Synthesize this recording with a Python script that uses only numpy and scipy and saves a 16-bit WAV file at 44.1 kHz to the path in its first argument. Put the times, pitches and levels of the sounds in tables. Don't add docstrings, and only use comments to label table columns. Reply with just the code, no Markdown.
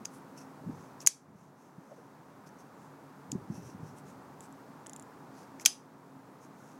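import sys
import numpy as np
from scipy import signal
from scipy.fft import rfft, irfft, next_fast_len
from scipy.io import wavfile
from scipy.ndimage import uniform_filter1d

SR = 44100
rng = np.random.default_rng(int(sys.argv[2]) if len(sys.argv) > 2 else 0)


def int16_out(signal):
    q = np.round(np.clip(np.atleast_2d(signal).T, -1, 1) * 32767)
    wavfile.write(sys.argv[1], SR, q.astype(np.int16))


N = 299439
TIME = np.arange(N) / SR

# frequency in Hz, level in dB.
CRACK_COLOUR = [(1200, -15.5), (2200, -2), (3700, -5), (5000, 0), (6500, 3.5), (10000, -2), (13500, -8.5),
                (16000, -21)]


def snaps(crack_db, crack_s, blade_db, detune, ring_share=1, pitch_ratio=1, hand_cover_db=0):
    # pitch in Hz, level in dB, t60 in seconds.
    blade_modes = [(5040, -44, .18), (6140, -39, .17), (5949, -38.5, 0.25), (5740, -42, .18),
                   (6590, -49.5, .17)]
    hardening, covered_blade_db = 0.12, -10
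    out, t = np.zeros(N), np.arange(SR // 3) / SR
    for s, db, modes, ratio, colour, cover in slams() + bar_clicks():
        tuned = retuned(modes, ratio * pitch_ratio, ring_share)
        hit = strike(tuned, colour, crack_db + hardening * db, crack_s, detune)
        add(out, s, from_db(db + cover * hand_cover_db) * hit)
        blade = ring(blade_modes, t, spread_db=3, detune=0.001008)
        add(out, s, from_db(db + blade_db + cover * covered_blade_db) * blade)
    return out


def slams(flats_mid_db=-1, flats_cover=0.75):
    # start in seconds, level in dB, grip from 0 (by the flats) to 1 (by the edges),
    # midrange boost in dB, pitch ratio.
    blows = [(1.0719, 4.5, 0.17, 0, 1.06), (1.0732, 5.5, .05, -4.5, .995), (1.0759, -7.5, .05, -4, 1.03),
             (5.6592, 2, 0.88, 0.5, 1.005), (5.6604, 2, 0.81, 2.5, .995), (5.6618, -2, 0.66, 1.5, 1.03)]
    # pitch in Hz, level in dB held by the flats,
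    # level in dB held by the edges, t60 in seconds.
    knife_modes = [(1440, -27, -23.5, 0.0089), (1957, -17, -11, .006), (2480, -16, -9.5, 0.0098),
                   (3230, -21.5, -5, 0.012), (4690, -23.5, -10.5, 0.0088), (5220, -17, -2, .011),
                   (6200, 0, -0.5, 0.012), (6453, 0, -4, 0.011), (7062, -6, -2, 0.01),
                   (7740, -11, -11.5, .009), (9100, -9.5, -13, .006), (10950, -18, -8.5, 0.0069),
                   (12300, -12, -12, 0.0036), (13886, -25.5, -13, 0.0041)]
    hits = []
    for s, db, edges, mid_db, ratio in blows:
        modes = [(hz, np.interp(edges, [0, 1], [flats_db, edges_db]), t60)
                 for hz, flats_db, edges_db, t60 in knife_modes]
        colour = boosted(CRACK_COLOUR, mid_db + flats_mid_db * (1 - edges))
        cover = flats_cover * (1 - edges)
        hits.append((s, db, boosted(modes, mid_db), ratio, colour, cover))
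    return hits


def bar_clicks():
    # start in seconds, level in dB, midrange boost in dB, boost of the bar's low ring in dB,
    # pitch ratio, whether the blade is shut.
    clicks = [(0.051, -32.5, 9, 3, 1.03, True), (0.0548, -21, 2, 2, 0.99, True),
              (1.0029, -42, 0, 13, 1.1, True), (1.0053, -36, -3, 16.5, 1.04, True),
              (1.0639, -13.5, -12.5, 3, 1.001, False), (1.0655, -14, -10.5, -2.5, 1.001, False),
              (3.3153, -35, -1, 0, 1.2, True), (3.3182, -22.5, 1.5, -0.5, 1.022, True),
              (5.5974, -38.5, 2, 14, 1.05, True), (5.6516, -19, -10, 6, 1.04, False),
              (5.6536, -18, -10, 14.5, 0.94, False)]
    # pitch in Hz, level in dB, t60 in seconds.
    bar_modes = [(2568, -14, .005), (3230, -16.5, .007), (5025, -9.5, 0.011), (6050, -2, 0.006),
                 (6737, -0.5, .01), (7450, -5.5, 0.0058), (9100, -10, 0.0045), (11400, -19, 0.0042),
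                 (13400, -24.5, .005)]
    hits = []
    for s, db, mid_db, low_ring_db, ratio, shut in clicks:
        modes = boosted(boosted(bar_modes, mid_db), low_ring_db, centre_hz=5200, octaves=0.13)
        hits.append((s, db, modes, ratio, boosted(CRACK_COLOUR, mid_db), shut))
    return hits


def ticks():
    # start in seconds, level in dB, midrange boost in dB, pitch ratio.
    slips = [(0.376, -45.5, -13, 0.83), (2.4903, -51, 0, .82), (3.985, -50, -3, 1.1),
             (4.4067, -36, 1, 1.03), (4.5252, -47.5, -3, 1.04), (4.863, -42, 17, 0.9),
             (4.8679, -32, 0, 1.03), (4.8959, -34.5, -5, 0.99), (4.9332, -34, -4, 1), (4.9625, -35.5, 0, 1),
             (4.9966, -39, -4, 1.015), (5.0241, -43, -5, .99)]
    # pitch in Hz, level in dB, t60 in seconds.
    tick_modes = [(3360, -5.5, 0.0047), (5500, -5, .005), (6820, 6.5, 0.0036), (7470, 2.5, 0.013),
                  (7960, -0.5, 0.0041), (9380, -4.5, 0.013), (10800, -5.5, 0.0076), (13700, -16, .003)]
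    out = np.zeros(N)
    for s, db, mid_db, ratio in slips:
        modes = retuned(boosted(tick_modes, mid_db), ratio)
        tick = strike(modes, boosted(CRACK_COLOUR, mid_db), crack_db=-7.5, crack_s=0.0009, detune=0.018)
        add(out, s, from_db(db) * tick)
    return out


def slides(grain_db=2, resonance_db=-3, width_hz=1100):
    # midpoint in seconds, half-length in seconds, level in dB,
    # resonance in Hz, handle ring in dB.
    skin_strokes = [(0.152, 0.086, -63, 10000, -28), (0.382, 0.031, -56.5, 5550, 3),
                    (0.411, 0.081, -62.5, 5700, 0.5), (0.802, 0.24, -70, 6300, -12),
                    (1.421, 0.143, -66.5, 6400, -10), (1.631, 0.15, -67.5, 6400, -8),
                    (1.923, 0.33, -71.5, 6160, -9), (2.474, 0.025, -59, 5140, -15),
                    (2.604, .053, -63, 5970, -13), (2.831, .14, -71, 7000, -13.5),
                    (3.563, 0.1, -59.5, 5830, -1), (3.672, 0.13, -61, 5770, -7.5),
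                    (3.878, .1, -66, 5860, -5.5), (3.984, 0.047, -63, 8760, -15),
                    (4.094, 0.079, -64.5, 6800, -12.5), (4.44, 0.065, -61.5, 8030, -18.5),
                    (5.398, 0.14, -64.5, 4670, -11), (6.435, 0.064, -63, 6460, -11),
                    (6.672, 0.25, -67.5, 6600, -10)]
    pivot_swings = [(1.021, .038, -53.5, 6248, -11.5), (5.615, .038, -53, 6400, -14)]
    # frequency in Hz, level in dB.
    rub_colour = [(1500, -18), (2600, -1.5), (3700, -8.5), (4800, -5), (6000, 0), (7400, -2.5), (8400, -4),
                  (11000, -4.5), (13000, -10), (16000, -16.5)]
    # pitch in Hz, width in Hz, level in dB.
    handle_rings = [(2620, 110, -4), (5600, 200, 1.5), (6100, 220, -3), (8250, 400, -8.5),
                    (10953, 400, -5.5)]
    out = np.zeros(N)
    for s, half_s, db, hz, ring_db in skin_strokes + pivot_swings:
        size = int(2 * half_s * SR)
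        stroke = np.hanning(size) ** 2
        surface = rms_one(uniform_filter1d(rng.standard_normal(size), size=90))
        rub = rms_one(from_db(grain_db * surface) * scratch(size) * noise(rub_colour, size))
        part = from_db(resonance_db) * resonate(rub, hz, width_hz)
        rings = sum(from_db(level) * resonate(rub, pitch, width) for pitch, width, level in handle_rings)
        handle = from_db(ring_db) * rms_one(rings)
        add(out, s - half_s, from_db(db) * stroke * rms_one(rub + part + handle))
    return out


def scratch(size, catches_per_s=260, catch_s=0.0003, catch_db=5):
    catches = (rng.random(size) < catches_per_s / SR) * rng.random(size)
    return 1 + from_db(catch_db) * signal.lfilter([1], [1, -np.exp(-1 / (catch_s * SR))], catches)


def thuds(swell_s=0.00456, reference_db=-34.5, shortening=0.354):
    # crest in seconds, level in dB, pitch in Hz.
    bumps = [(0.015, -43.5, 223), (.667, -35.5, 151), (0.697, -32, 256), (1.357, -37, 158),
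             (1.785, -36.5, 166.2), (3.332, -32, 274), (3.355, -22.5, 191), (3.357, -36, 367),
             (3.504, -26.5, 168), (3.507, -41.5, 337), (3.524, -34.5, 230), (3.581, -35, 182),
             (3.674, -40, 128), (3.751, -37.5, 192), (3.831, -34, 145)]
    # crest in seconds, level in dB, pitch in Hz, swell in seconds.
    knocks = [(1.0733, -19, 970, 0.00076), (1.0734, -33.5, 350.7, .0016), (4.863, -45, 1600, .0005),
              (5.599, -40.5, 2150, 0.00051), (5.6602, -24, 1660, .0005), (5.6607, -32, 700, 0.00083)]
    soft = [(s, db, hz, swell_s * from_db(shortening * (reference_db - db))) for s, db, hz in bumps]
    out, t = np.zeros(N), np.arange(SR // 6) / SR
    for s, db, hz, swell in soft + knocks:
        push = (t / (2 * swell)) ** 4 * np.exp(4 - 2 * t / swell)
        add(out, s - 2 * swell, from_db(db) * push * np.sin(2 * np.pi * (hz * t + rng.random())))
    return out


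def grip(rise_db_per_s=330, rest_db=-69):
    # crest in seconds, level in dB, settling rate in dB per second.
    regrips = [(.68, -41, 100), (1.3, -48, 89.5), (3.335, -41.5, 128.5), (3.51, -48.5, 17),
               (3.799, -48, 40)]
    # frequency in Hz, level in dB.
    grip_colour = [(30, -20.5), (60, -13), (100, 1.5), (170, 4.5), (260, -5.5), (400, -7), (700, -32.5),
                   (1500, -62)]
    shifts_db = [db - np.maximum(rise_db_per_s * (s - TIME), settling * (TIME - s))
                 for s, db, settling in regrips]
    return from_db(np.maximum(np.max(shifts_db, axis=0), rest_db)) * noise(grip_colour)


def palm(spread_octaves=0.21, half_s=0.05):
    out = np.zeros(N)
    stroke = np.hanning(int(2 * half_s * SR)) ** 2
    for s, db, hz in [(1.92, -48, 566), (1.99, -52, 440)]:
        rub = noise_band(hz / 2 ** spread_octaves, hz * 2 ** spread_octaves, len(stroke))
        add(out, s - half_s, from_db(db) * stroke * rub)
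    return out


def fan(air_db=-52.5):
    # frequency in Hz, level in dB.
    air_colour = [(25, -14.5), (55, -20), (85, -16.5), (125, -0.5), (220, 2), (400, -2.5), (650, -5.5),
                  (920, -2.5), (1400, -9.5), (2000, -18.5), (3000, -27.5), (6500, -28.5), (9500, -32.5),
                  (15500, -35)]
    # pitch in Hz, width in Hz, level in dB.
    drones = [(144.8, 7.6, -64), (270.4, 16, -59.5)]
    out = from_db(air_db) * noise(air_colour)
    for hz, width, db in drones:
        out += from_db(db) * noise_band(hz - width / 2, hz + width / 2)
    return out


def room(x, first_echo_s=0.0026, early_t60_s=0.06, early_db=-13, tail_t60_s=0.22, tail_db=-17):
    # frequency in Hz, level in dB.
    room_colour = [(100, -13.5), (800, -4), (2400, -2.5), (3300, 0.5), (4200, 0), (5900, 3), (6800, -3.5),
                   (7800, -2), (10000, 2), (16000, -8.5)]
    t = np.arange(SR // 2) / SR
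    early, tail = (noise(room_colour, len(t)) * from_db(-60 * t / t60) * (t > first_echo_s)
                   for t60 in (early_t60_s, tail_t60_s))
    tail = filtered(tail, "low", hz=11000)
    response = from_db(early_db) * early / np.linalg.norm(early)
    response += from_db(tail_db) * tail / np.linalg.norm(tail)
    return signal.fftconvolve(x, response)[:N]


def strike(modes, crack_colour, crack_db, crack_s, detune):
    t = np.arange(SR // 16) / SR
    body = ring(modes, t, spread_db=-0.5, detune=detune)
    crack = from_db(crack_db) * noise(crack_colour, len(t)) * np.exp(-t / crack_s)
    hit = filtered(body + crack, "high", hz=600)
    return hit / np.abs(hit).max()


def ring(modes, t, spread_db, detune):
    hz, db, t60 = np.transpose(modes)[:, :, None]
    strength, shift = rng.standard_normal((2, len(modes), 1))
    sign = (-1) ** np.arange(len(modes))[:, None]
    decay = from_db(db + spread_db * strength - 60 * t / t60)
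    return np.sum(sign * decay * np.sin(2 * np.pi * hz * (1 + detune * shift) * t), axis=0)


def boosted(rows, boost_db, centre_hz=2900, octaves=0.27):
    return [(hz, db + boost_db * np.exp(-(np.log2(hz / centre_hz) / octaves) ** 2 / 2), *rest)
            for hz, db, *rest in rows]


def retuned(modes, ratio, ring_share=1):
    return [(hz * ratio, db, t60 * ring_share) for hz, db, t60 in modes]


def resonate(x, hz, width_hz):
    return rms_one(signal.lfilter(*signal.iirpeak(hz, hz / width_hz, fs=SR), x))


def noise(colour, size=N):
    padded = next_fast_len(size)
    hz, db = np.transpose(colour)
    gain = from_db(np.interp(np.log(np.fft.rfftfreq(padded, 1 / SR) + 1), np.log(hz), db))
    return rms_one(irfft(rfft(rng.standard_normal(padded)) * gain, padded)[:size])


def noise_band(low_hz, high_hz, size=N):
    return rms_one(filtered(rng.standard_normal(size), "band", [low_hz, high_hz]))


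def filtered(x, kind, hz):
    return signal.sosfilt(signal.butter(2, hz, kind, fs=SR, output="sos"), x)


def from_db(db):
    return 10 ** (np.asarray(db) / 20)


def rms_one(x):
    return x / np.sqrt(np.mean(x ** 2) + 1e-20)


def add(track, s, sound):
    start = max(0, round(s * SR))
    track[start:start + len(sound)] += sound[:max(0, N - start)]


def scene(sides=3):
    friction = ticks() + slides()
    direct = snaps(crack_db=-10.5, crack_s=0.0011, blade_db=-19.5, detune=0.0034) + friction
    reflections = np.zeros(N)
    for _ in range(sides):
        off_axis = snaps(crack_db=-0.5, crack_s=0.00049, blade_db=-17.5, detune=0.025,
                         ring_share=0.55, pitch_ratio=0.97, hand_cover_db=-6)
        reflections += room(off_axis + from_db(-10) * friction) / np.sqrt(sides)
    return (direct + reflections + thuds() + grip() + palm() + fan())[None]


def record(dry, threshold_db=-10.5, release_s=0.85, clip_level=0.88, low_cut_hz=68, high_cut_hz=16000):
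    power = uniform_filter1d(dry[0] ** 2, size=110)
    over_db = np.maximum(10 * np.log10(np.abs(power) + 1e-12) - threshold_db, 0)
    release = np.exp(-TIME / release_s)
    duck_db = np.maximum.accumulate(over_db / release) * release
    rounded = clip_level * np.tanh(dry * from_db(-duck_db) / clip_level)
    lean = filtered(rounded, "high", low_cut_hz)
    return signal.sosfilt(signal.ellip(10, 0.1, 80, high_cut_hz, fs=SR, output="sos"), lean)


dry = scene()
out = record(dry)
int16_out(out)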